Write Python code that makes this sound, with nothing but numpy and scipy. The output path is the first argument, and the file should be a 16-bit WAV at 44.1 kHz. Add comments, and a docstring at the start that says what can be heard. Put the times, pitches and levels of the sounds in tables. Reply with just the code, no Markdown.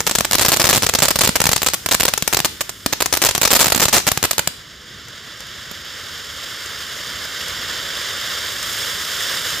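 """A firework fountain burns on hard ground at night, a few metres from a two-port microphone.
Its stars burst in the air: each is a short pressure pulse with ground bounce, weak pop, thump and wash.
Together they overload the input. When they die out the jet of sparks is left, its hiss heard ever louder:
shaped noise, combed by its reflection in the same ground, over a low rumble."""
import sys
import numpy as np
from scipy import signal
from scipy.fft import rfft, irfft, next_fast_len
from scipy.io import wavfile
from scipy.ndimage import uniform_filter1d

SR = 44100
rng = np.random.default_rng(int(sys.argv[2]) if len(sys.argv) > 2 else 0)


def makeup_ratio(level_db):
    """Linear amplitude ratio for a level in decibels (20 dB per factor of ten)."""
    decades = np.asarray(level_db, float) / 20
    return 10 ** decades


def unload_audio(sound):
    """Save the sound as a 16-bit wav file, at the path given as the first command line argument."""
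    columns = np.transpose(np.atleast_2d(sound))
    # keep every value between -1 and 1, then stretch to whole-number steps
    steps = np.round(np.clip(columns, -1, 1) * 32767)
    wavfile.write(sys.argv[1], SR, steps.astype(np.int16))


N = 423357  # length in samples
OPPOSITE = np.array([[1], [-1]])  # signs that set the left and right ports apart


def colour(noise, points):
    """Gives noise the spectrum drawn by (Hz, dB) points, then brings it to unit rms."""
    hz, db = np.transpose(points)
    length = noise.shape[-1]
    size = next_fast_len(length)
    log_hz = np.log(np.arange(1, size // 2 + 2) * SR / size)
    gain = makeup_ratio(np.interp(log_hz, np.log(hz), db, -60, -60))
    shaped = irfft(rfft(noise, size) * gain, size)[..., :length]
    return shaped / np.sqrt(np.mean(shaped ** 2))


def walk(rate_hz):
    """A wandering level: random values drawn at a steady rate and smoothed twice."""
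    hold = int(SR / rate_hz)
    steps = np.repeat(rng.standard_normal(N // hold + 1), hold)
    return uniform_filter1d(uniform_filter1d(steps, hold), hold)[:N]


def pair(apart_db):
    """Noise for two ports: a common part and a weaker part of opposite sign in each."""
    mid, side = rng.standard_normal((2, N))
    return mid + makeup_ratio(apart_db) * side * OPPOSITE


def ground_comb(near):
    """Rough ground just under the nozzle returns a delayed, duller copy that combs the sound."""
    delay_ms, bounce_db, dull_hz, lag_rad = 0.5594, -4, 4640, 0.14
    hz = np.arange(N // 2 + 1) * SR / N
    delay = np.exp(-2j * np.pi * hz * delay_ms / 1000 - 1j * lag_rad)
    bounce = makeup_ratio(bounce_db) * delay / (1 + 1j * hz / dull_hz)
    return irfft(rfft(near) * (1 + bounce), N)


# Level of the jet as heard over time. Each row: time in seconds, level of roar and sizzle
# together in dB, extra level of the sizzle in dB, level of the rumble in dB.
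JET_LEVELS = [(0, -43.5, 3, -39), (2.6, -44.5, -2, -43), (4.5, -43.5, -9, -44.5), (4.8, -43.5, -12, -46.5),
              (5.1, -40, -12, -47), (5.7, -36.5, -10.5, -45), (6.4, -34.5, -8.5, -46),
              (7.1, -31.5, -8.5, -46), (7.9, -29, -9, -42), (8.4, -28.5, -7.5, -44),
              (8.7, -28.5, -4.5, -44.5), (9.2, -27.5, -5.5, -45), (9.6, -27.5, -5.5, -41)]
# Tone of the turbulent roar. Each row: frequency in Hz, relative level in dB.
ROAR_TONE = [(150, -15.5), (300, -16.5), (550, -2), (800, -4), (1200, -3), (2000, -2.5), (3500, -3.5),
             (5500, -8), (7500, -15), (9000, -60)]
# Tone of the sparking sizzle. Each row: frequency in Hz, relative level in dB.
SIZZLE_TONE = [(5000, 4), (8000, 2.5), (10000, 3), (11200, 1.5), (12500, 3.5), (14000, 4), (16000, 5)]
# Tone of the low rumble. Each row: frequency in Hz, relative level in dB.
RUMBLE_TONE = [(20, -10), (40, -4.5), (70, 1), (110, -2), (200, -8), (500, -12)]


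def jet():
    """Turbulent roar and sparking sizzle from the nozzle, doubled by the ground, over a low rumble."""
    seconds, *columns = np.transpose(JET_LEVELS)
    level_db, sizzle_db, rumble_db = (np.interp(np.arange(N) / SR, seconds, c) for c in columns)
    # slow, medium and fast flutter
    flutter_db = 0.24 * walk(2.6) + 0.84 * walk(25) + 1.0 * walk(200)
    # sparks: rare groups of 8 samples stand far above the rest
    spark_db = 1.9 * np.repeat(rng.exponential(size=N // 8 + 1), 8)[:N]
    roar = colour(pair(-13.5), ROAR_TONE) * makeup_ratio(flutter_db)
    sizzle = colour(pair(-9.5) * makeup_ratio(spark_db), SIZZLE_TONE) * makeup_ratio(sizzle_db + flutter_db)
    # the jet is a little louder on the right
    combed = ground_comb(roar + sizzle) * makeup_ratio(level_db - 1.1 * OPPOSITE)
    rumble = colour(pair(-16.5), RUMBLE_TONE) * makeup_ratio(rumble_db + 1.5 * walk(5))
    return combed + rumble


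def blast(stretch, noise, noise_db, suck_db):
    """A blunt push, a ringing rebound off the housing, a slower suction and a short burst of noise."""
    # time in ms, before the stretch of this burst
    ms = np.arange(noise.shape[-1]) * 1000 / SR / stretch
    after = np.clip(ms - 0.14, 0, None)
    push = np.sin(np.pi * np.clip(ms / 0.17, 0, 1))
    rebound = -0.55 * np.sin(2 * np.pi * 7.2 * after) * np.exp(-after / 0.3)
    suction = -makeup_ratio(suck_db) * after / 0.2 * np.exp(1 - after / 0.2)
    crackle_noise = makeup_ratio(noise_db) * noise * np.clip(ms / 0.2, 0, 1) * np.exp(-after / 0.33)
    return 1.276 * (push + rebound + suction + crackle_noise)


def thump(hz, t60_s):
    """A low thump follows each crack: a few fading cycles that start downward."""
    s = np.arange(900) / SR
    return -np.sin(2 * np.pi * hz * s) * makeup_ratio(-60 * s / t60_s)


# The bursting stars. Each row: start in seconds, level in dB,
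# delay of the ground bounce in milliseconds, level of the thump in dB.
BURSTS = [(0.0048, -6, 2.25, -22), (0.067, -2.5, 2.3, -25), (0.0739, -3, 2.2, -28.0),
          (0.0953, -9, 2.8, -36.0), (0.112, -5.0, 3.5, -27.0), (0.152, -4.0, 2.3, -31.0),
          (0.1567, -10, 1.8, -33.0), (0.1852, -5, 1.46, -15), (0.2075, -5, 1.62, -16),
          (0.2482, -6, 3.4, -30), (0.3114, -5.0, 1.34, -22), (0.321, -11, 1.8, -32),
          (0.3315, -4.5, 1.05, -28), (0.3336, -5.5, 1.8, -29.0), (0.3432, -7, 1.8, -29),
          (0.3515, -1.5, 3.1, -28), (0.3837, -4, 3.5, -28.0), (0.3945, -7.0, 1.5, -27.0),
          (0.396, -6, 3.2, -27.0), (0.4117, -7, 1.15, -15), (0.4156, -4.0, 2, -24.0),
          (0.423, -3.5, 3.2, -30.0), (0.43, -8, 3.0, -31.0), (0.449, -1, 1.9, -32.0),
          (0.4528, -7.0, 1, -30.0), (0.4613, -6, 2.4, -27.0), (0.4833, -4.5, 1.4, -17.0),
          (0.4841, -2, 4.1, -20.0), (0.4948, -11, 2.5, -35.0), (0.504, -12, 2.8, -38),
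          (0.519, -2, 3.0, -26.0), (0.528, -5, 2.9, -25), (0.5347, -1, 3.7, -29), (0.5419, -6, 2.1, -31),
          (0.564, -11.5, 3.4, -34), (0.5703, -9, 1.7, -27.0), (0.5975, -1, 3.5, -14),
          (0.5993, -10, 2.9, -28), (0.6068, -5.0, 3.2, -25), (0.6153, -4, 3.5, -22),
          (0.6277, -11, 2.6, -32), (0.6414, -4, 1.8, -11), (0.6519, -5, 1.9, -27.0),
          (0.6555, -5.0, 1.6, -30.0), (0.6696, -5.5, 3.8, -25), (0.69, -3.0, 1.1, -18.0),
          (0.6927, -2, 3.8, -22.0), (0.6981, -6, 2.3, -23.0), (0.7076, -3, 3.6, -20.0),
          (0.7293, -2, 1.7, -23.0), (0.7365, -4.0, 2.4, -30.0), (0.7486, -4.5, 3.4, -17.0),
          (0.7597, -4, 1.5, -17.0), (0.7674, -7, 1.8, -16.0), (0.776, -4, 3.8, -12), (0.823, -7, 2.3, -19),
          (0.8316, -3.0, 3.8, -18.0), (0.842, -8, 4.1, -12.0), (0.8652, -4.0, 2.6, -20),
          (0.8902, -5.0, 1.4, -24), (0.8946, -5.5, 1.53, -27.0), (0.9377, -4, 2.3, -22.0),
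          (0.9504, -4.5, 1.84, -16), (0.9547, -7.0, 1.5, -35), (0.9875, -6, 3.1, -15),
          (1.003, -9, 1.9, -26.0), (1.0214, -1.5, 1.44, -15), (1.0262, -3, 1.7, -21), (1.033, -3, 2.4, -24),
          (1.0407, -7, 4.3, -25), (1.0524, -5.5, 3.4, -32.0), (1.0556, -7, 2.2, -32.0), (1.083, -6, 2, -20),
          (1.0848, -4, 1.7, -28.0), (1.1064, -2, 3.6, -16), (1.1099, -7.5, 3.1, -23.0),
          (1.1577, -8.5, 3.2, -15), (1.1591, -11.0, 2, -19), (1.1892, 1, 3.4, -17.0),
          (1.2091, -3, 1.94, -22), (1.2137, -1, 3.4, -22), (1.2361, -3, 3.1, -15),
          (1.2448, -5.0, 2.7, -20.0), (1.2492, -1, 3.4, -20.0), (1.2741, -2.5, 2.1, -16),
          (1.291, -4.5, 2.1, -6), (1.356, -3.0, 3, -23), (1.3577, -8, 2.64, -23.0),
          (1.3623, -2.5, 3.8, -23.0), (1.4028, -3.5, 2.2, -13), (1.4163, -3.5, 2.1, -24.0),
          (1.4404, -6.5, 1.24, -24.0), (1.4555, -4.0, 1.15, -13), (1.4674, -3.5, 2.2, -24.0),
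          (1.4686, -7, 3.2, -24.0), (1.491, -4.5, 1.65, -9.5), (1.5158, -8.0, 2.5, -31.0),
          (1.5203, -8.0, 1.9, -24), (1.531, -4.0, 2.25, -27.0), (1.5323, -7, 2.5, -25),
          (1.562, -2, 3.3, -18.0), (1.5789, -15, 2.3, -36), (1.6189, -5.0, 3.4, -25), (1.631, -5, 2.7, -26),
          (1.6634, -4.0, 3.9, -29), (1.6711, -2.5, 2.4, -25), (1.6858, -4.5, 2.0, -27.0),
          (1.7357, -8.0, 3.6, -27.0), (1.7427, -7, 2.8, -30), (1.8611, -4.5, 3.0, -23.0),
          (1.8884, -9, 1.8, -32.0), (1.912, -7.5, 3.7, -24.0), (1.9162, -3.0, 2.9, -31),
          (1.923, -6, 2.1, -35.0), (1.9341, -10, 2.8, -25), (1.9448, -4.0, 3.9, -22),
          (1.9469, -5, 1.73, -35), (1.9987, -10, 2.0, -27), (2.005, -4.0, 4.5, -24.0),
          (2.0077, -3, 1.4, -20), (2.0322, -3.5, 4, -23.0), (2.0528, -1, 2.13, -23.0),
          (2.0809, -7, 1.38, -20.0), (2.0861, -4.5, 1.9, -30.0), (2.137, -3, 1.57, -23.0),
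          (2.1773, -8.5, 2.25, -31.0), (2.2238, -5, 1.8, -13), (2.2769, -4.5, 2.15, -24.0),
          (2.3277, -3.0, 2.6, -28), (2.3333, -6.5, 2.8, -32.0), (2.345, -11, 2.4, -26.0),
          (2.346, -8, 1.9, -27.0), (2.3697, -5.5, 2.6, -27.0), (2.3905, -7, 2.8, -30),
          (2.4022, -6.0, 1.14, -19), (2.447, -2, 1.7, -22.0), (2.4535, -3.5, 3.3, -28),
          (2.6081, -5.5, 1.94, -32.0), (2.6116, -10.5, 1.75, -34), (2.6166, -16, 1.85, -38),
          (2.6935, -13.5, 2.9, -39.0), (2.8614, -2.5, 1.63, -10.5), (2.926, -11, 3.4, -36),
          (2.9289, -5, 3.7, -31), (3.0044, -6, 3.9, -27.0), (3.0084, -10.5, 3.3, -30.0),
          (3.0212, -4.0, 3.15, -33), (3.0595, -5, 2.8, -26), (3.1264, -2.5, 2.3, -32),
          (3.1375, -4.0, 3.1, -32.0), (3.1517, -9, 2.3, -39.0), (3.171, -7.5, 3.4, -34),
          (3.2179, -3.5, 3.5, -28), (3.224, -6.0, 2.4, -35), (3.2268, -5.0, 3.8, -33),
          (3.2382, -3.5, 2.6, -32.0), (3.2486, -2, 1.8, -30), (3.257, -6, 2.0, -31),
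          (3.2641, -3.0, 2.2, -33.0), (3.2694, -6.0, 3.3, -37.0), (3.2881, -8, 2, -28.0),
          (3.29, -5, 3.4, -28.0), (3.2911, -7, 3.8, -28.0), (3.3101, -9, 2.1, -36.0),
          (3.3505, -4.5, 2.8, -22), (3.3603, -14, 1.2, -30), (3.379, -7.5, 2.6, -21),
          (3.415, -0.5, 3.6, -19), (3.4318, -1, 2.1, -23), (3.4384, -8, 3.0, -28.0),
          (3.4514, 0, 3.5, -28.0), (3.4557, -4.0, 2.4, -31.0), (3.4759, -7.0, 2.4, -31.0),
          (3.5058, -4, 3.6, -30.0), (3.513, -2, 2.4, -29.0), (3.5181, -2, 1.95, -27.0),
          (3.5301, 1, 3.8, -19), (3.5512, -4, 4.2, -22.0), (3.554, -6, 1.6, -22.0),
          (3.5587, -6, 3.3, -30.0), (3.5641, -4, 3.3, -29.0), (3.5683, -8, 3.2, -30.0),
          (3.5928, -3, 3.1, -22.0), (3.5981, -7.0, 1.7, -28), (3.6047, -4.0, 3.1, -28.0),
          (3.6067, -1, 4.5, -28.0), (3.6104, -3, 2.1, -29.0), (3.6138, -2.5, 4.1, -30.0),
          (3.6156, -4.0, 3.2, -30.0), (3.622, -6.0, 2.6, -30.0), (3.6282, -2, 1.8, -22),
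          (3.644, -2, 3.2, -26.0), (3.6586, -4.0, 3.1, -22.0), (3.6677, -5.0, 1.55, -17.0),
          (3.6815, -8, 2.7, -30.0), (3.7015, -5.0, 2.8, -23.0), (3.7213, -0.5, 2.1, -24.0),
          (3.725, -7, 3.0, -26.0), (3.7476, -3.5, 2.5, -24), (3.7601, -7, 3.2, -14),
          (3.7775, -10.5, 3.5, -22), (3.7981, -5.5, 1.7, -18), (3.8036, -5, 3.3, -28),
          (3.817, -6, 2.1, -27.0), (3.8208, -6, 4.2, -30.0), (3.8273, -2, 3.3, -26.0),
          (3.833, -5, 3.8, -27), (3.8374, -7, 2.4, -24), (3.842, -11, 2.8, -28.0),
          (3.8539, -7.0, 1.95, -19), (3.8561, -5.0, 1.5, -18.0), (3.8835, -5, 3.4, -22.0),
          (3.8919, -10.0, 3.4, -30.0), (3.9276, -10, 2.1, -28.0), (3.9287, -8.0, 2.4, -30.0),
          (3.932, -4, 1.6, -36.0), (3.9367, -3.0, 2.2, -17), (3.9406, -3, 3.0, -20.5),
          (3.9411, -7, 3.6, -20.0), (3.946, -7.0, 1.6, -20), (3.9497, -7, 3.9, -28.0),
          (3.9502, -6, 1.7, -31.0), (3.9563, -13, 2.6, -27.0), (3.9605, -8, 2.8, -23),
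          (3.966, -4, 1.5, -22), (3.969, -10.0, 2.3, -26.0), (3.9746, -4, 3.4, -21),
          (3.9805, -4.0, 2.5, -28.0), (3.9903, -12, 2.2, -34), (4.0007, -13.5, 2.8, -28),
          (4.0684, -5.5, 2.25, -16), (4.0754, -1.5, 3.5, -23.0), (4.0855, -6, 2.9, -24.0),
          (4.1169, -4.0, 1.7, -16), (4.1744, -5.5, 2.4, -14), (4.2283, -5.0, 1.74, -17.5),
          (4.2393, -0.5, 2, -17), (4.2491, -8.5, 1.6, -18.0), (4.2521, -5.5, 2.4, -30.0),
          (4.3104, -3.0, 3.2, -36.0), (4.332, -13.5, 1.9, -40), (4.3812, -4.5, 2.3, -28.0),
          (4.3927, -3.5, 2.0, -18.0), (4.474, -4.5, 1.75, -16.5), (5.084, -31, 2.2, -40.0),
          (5.405, -27.0, 2.2, -50.0), (5.469, -34, 1.8, -47.0), (5.609, -37, 1.5, -50.0),
          (5.7131, -26, 3, -28), (6.66, -24.0, 2.6, -50.0)]


def stars():
    """Every burst reaches both ports straight, off the ground and off the holder, and thumps."""
    usual_bounce_db, bounce_scatter_db = -1.9, 2  # hard ground returns a crack almost whole
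    pan_scatter_db = 4.5  # stars burst left and right of the nozzle at random
    thump_hz, thump_t60_s = 166, 0.028
    out = np.zeros((2, N + 1000))
    chances = rng.standard_normal((len(BURSTS), 9))
    mid, apart = np.moveaxis(rng.standard_normal((len(BURSTS), 2, 4, 1, 200)), 1, 0)
    # the noise is shared by the ports in the bass and differs in the treble
    noises = mid + 1.61 * np.diff(apart, prepend=0) * OPPOSITE
    for (start_s, level_db, bounce_ms, thump_db), chance, four_noises in zip(BURSTS, chances, noises):
        size, lag, deep, near, dim, pitch, stray, faint, slant = chance
        bounce_db = usual_bounce_db + bounce_scatter_db * slant
        sides = makeup_ratio(pan_scatter_db * rng.standard_normal() * OPPOSITE / 2)
        straight = (0, 0)
        ground = (bounce_ms, bounce_db)
        # a weaker third arrival comes off whoever holds the microphone
        holder = (bounce_ms + 1.8 * np.exp(0.28 * near), bounce_db - 11.5 + 4.6 * dim)
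        # a weak extra pop at a random moment just after each crack
        weak_pop = (1.5 + 5.5 * abs(stray), -13 + 3.9 * faint)
        for (late_ms, gain_db), noise in zip((straight, ground, holder, weak_pop), four_noises):
            wave = blast(np.exp(0.16 * size), noise, -3.5, -9.5 + 0.63 * deep)
            wave = wave * sides * makeup_ratio(level_db + gain_db)
            for port in range(2):
                # the right port may hear it a few samples earlier or later than the left
                i = max(int((start_s + late_ms / 1000) * SR + port * 0.95 * lag), 0)
                out[port, i:i + 200] += wave[port]
        i = int(start_s * SR)
        swing = thump(thump_hz * np.exp(0.25 * pitch), thump_t60_s)
        out[:, i:i + 900] += swing * sides * makeup_ratio(thump_db)
    return out[:, :N]


# Tone of the scattered echoes. Each row: frequency in Hz, relative level in dB.
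SCATTER_TONE = [(60, -16), (200, -0.5), (700, -3), (1700, 0), (5000, 5), (7500, 1.5), (9500, 5),
                (16000, 6.5)]


def surroundings(bursts, t60_s, near_t60_s, near_db, dull_hz):
    """Ground, fences and bushes scatter the bursts into a dense fading wash, duller from far off."""
    s = np.arange(int(0.6 * SR)) / SR
    # stars burst in different spots: every 400 samples one of four echo patterns is picked
    spot = np.repeat(rng.integers(4, size=N // 400 + 1), 400)[:N]
    wash = 0
    for k in range(4):
        mid, side = rng.standard_normal((2, len(s)))
        echoes = colour(mid + 1.01 * side * OPPOSITE, SCATTER_TONE)
        far = signal.lfilter(*signal.butter(1, dull_hz, fs=SR), echoes) * makeup_ratio(-60 * s / t60_s)
        near = echoes * makeup_ratio(near_db - 60 * s / near_t60_s)
        tail = (far + near) * np.clip(s / 0.0051, 0, 1)  # the echoes fade in over 5.1 ms
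        from_here = (bursts.mean(0) * (spot == k))[None]
        wash = wash + signal.fftconvolve(from_here, tail)[:, :N]
    return wash


def scene():
    """Bursts with their wash, over the jet."""
    bursts = stars()
    wash = surroundings(bursts, t60_s=0.42, near_t60_s=0.018, near_db=13.0, dull_hz=8600)
    return bursts + makeup_ratio(-40) * wash + jet()


# Resonances of the microphone ports, one list for the left and one for the right.
# Each row: frequency in Hz, width in Hz, level in dB.
PORT_RINGS = [
    [(5620, 5000, -2), (6600, 830, -9), (12900, 1900, -34)],
    [(4350, 2900, -3.5), (7280, 440, 3.5), (12530, 1600, -2)],
]


def ports(dry):
    """Each port softens the treble and adds its own resonances."""
    out = []
    for x, modes in zip(dry, PORT_RINGS):
        soft = signal.lfilter(*signal.butter(1, 8500, fs=SR), x)
        rings = (makeup_ratio(db) * signal.lfilter(*signal.iirpeak(hz, hz / width, fs=SR), x)
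                 for hz, width, db in modes)
        out.append(soft + sum(rings))
    return np.array(out)


def low_pass(x):
    """Removes everything above the highest recorded frequency."""
    return signal.sosfilt(signal.butter(12, 16470, fs=SR, output="sos"), x)


def record(dry):
    """The ports ring, the input clips, the coupling sags after each overload."""
    hot = np.clip(1.086 * ports(dry), -1.1, 1.0)
    coupling = signal.butter(2, 55, "high", fs=SR, output="sos")
    top_limit = signal.ellip(10, 0.2, 60, 15400, fs=SR, output="sos")
    hot = signal.sosfilt(coupling, hot)
    hot = signal.sosfilt(top_limit, hot)
    return low_pass(np.clip(hot, -1, 1))


dry = scene()
out = record(dry)
unload_audio(out)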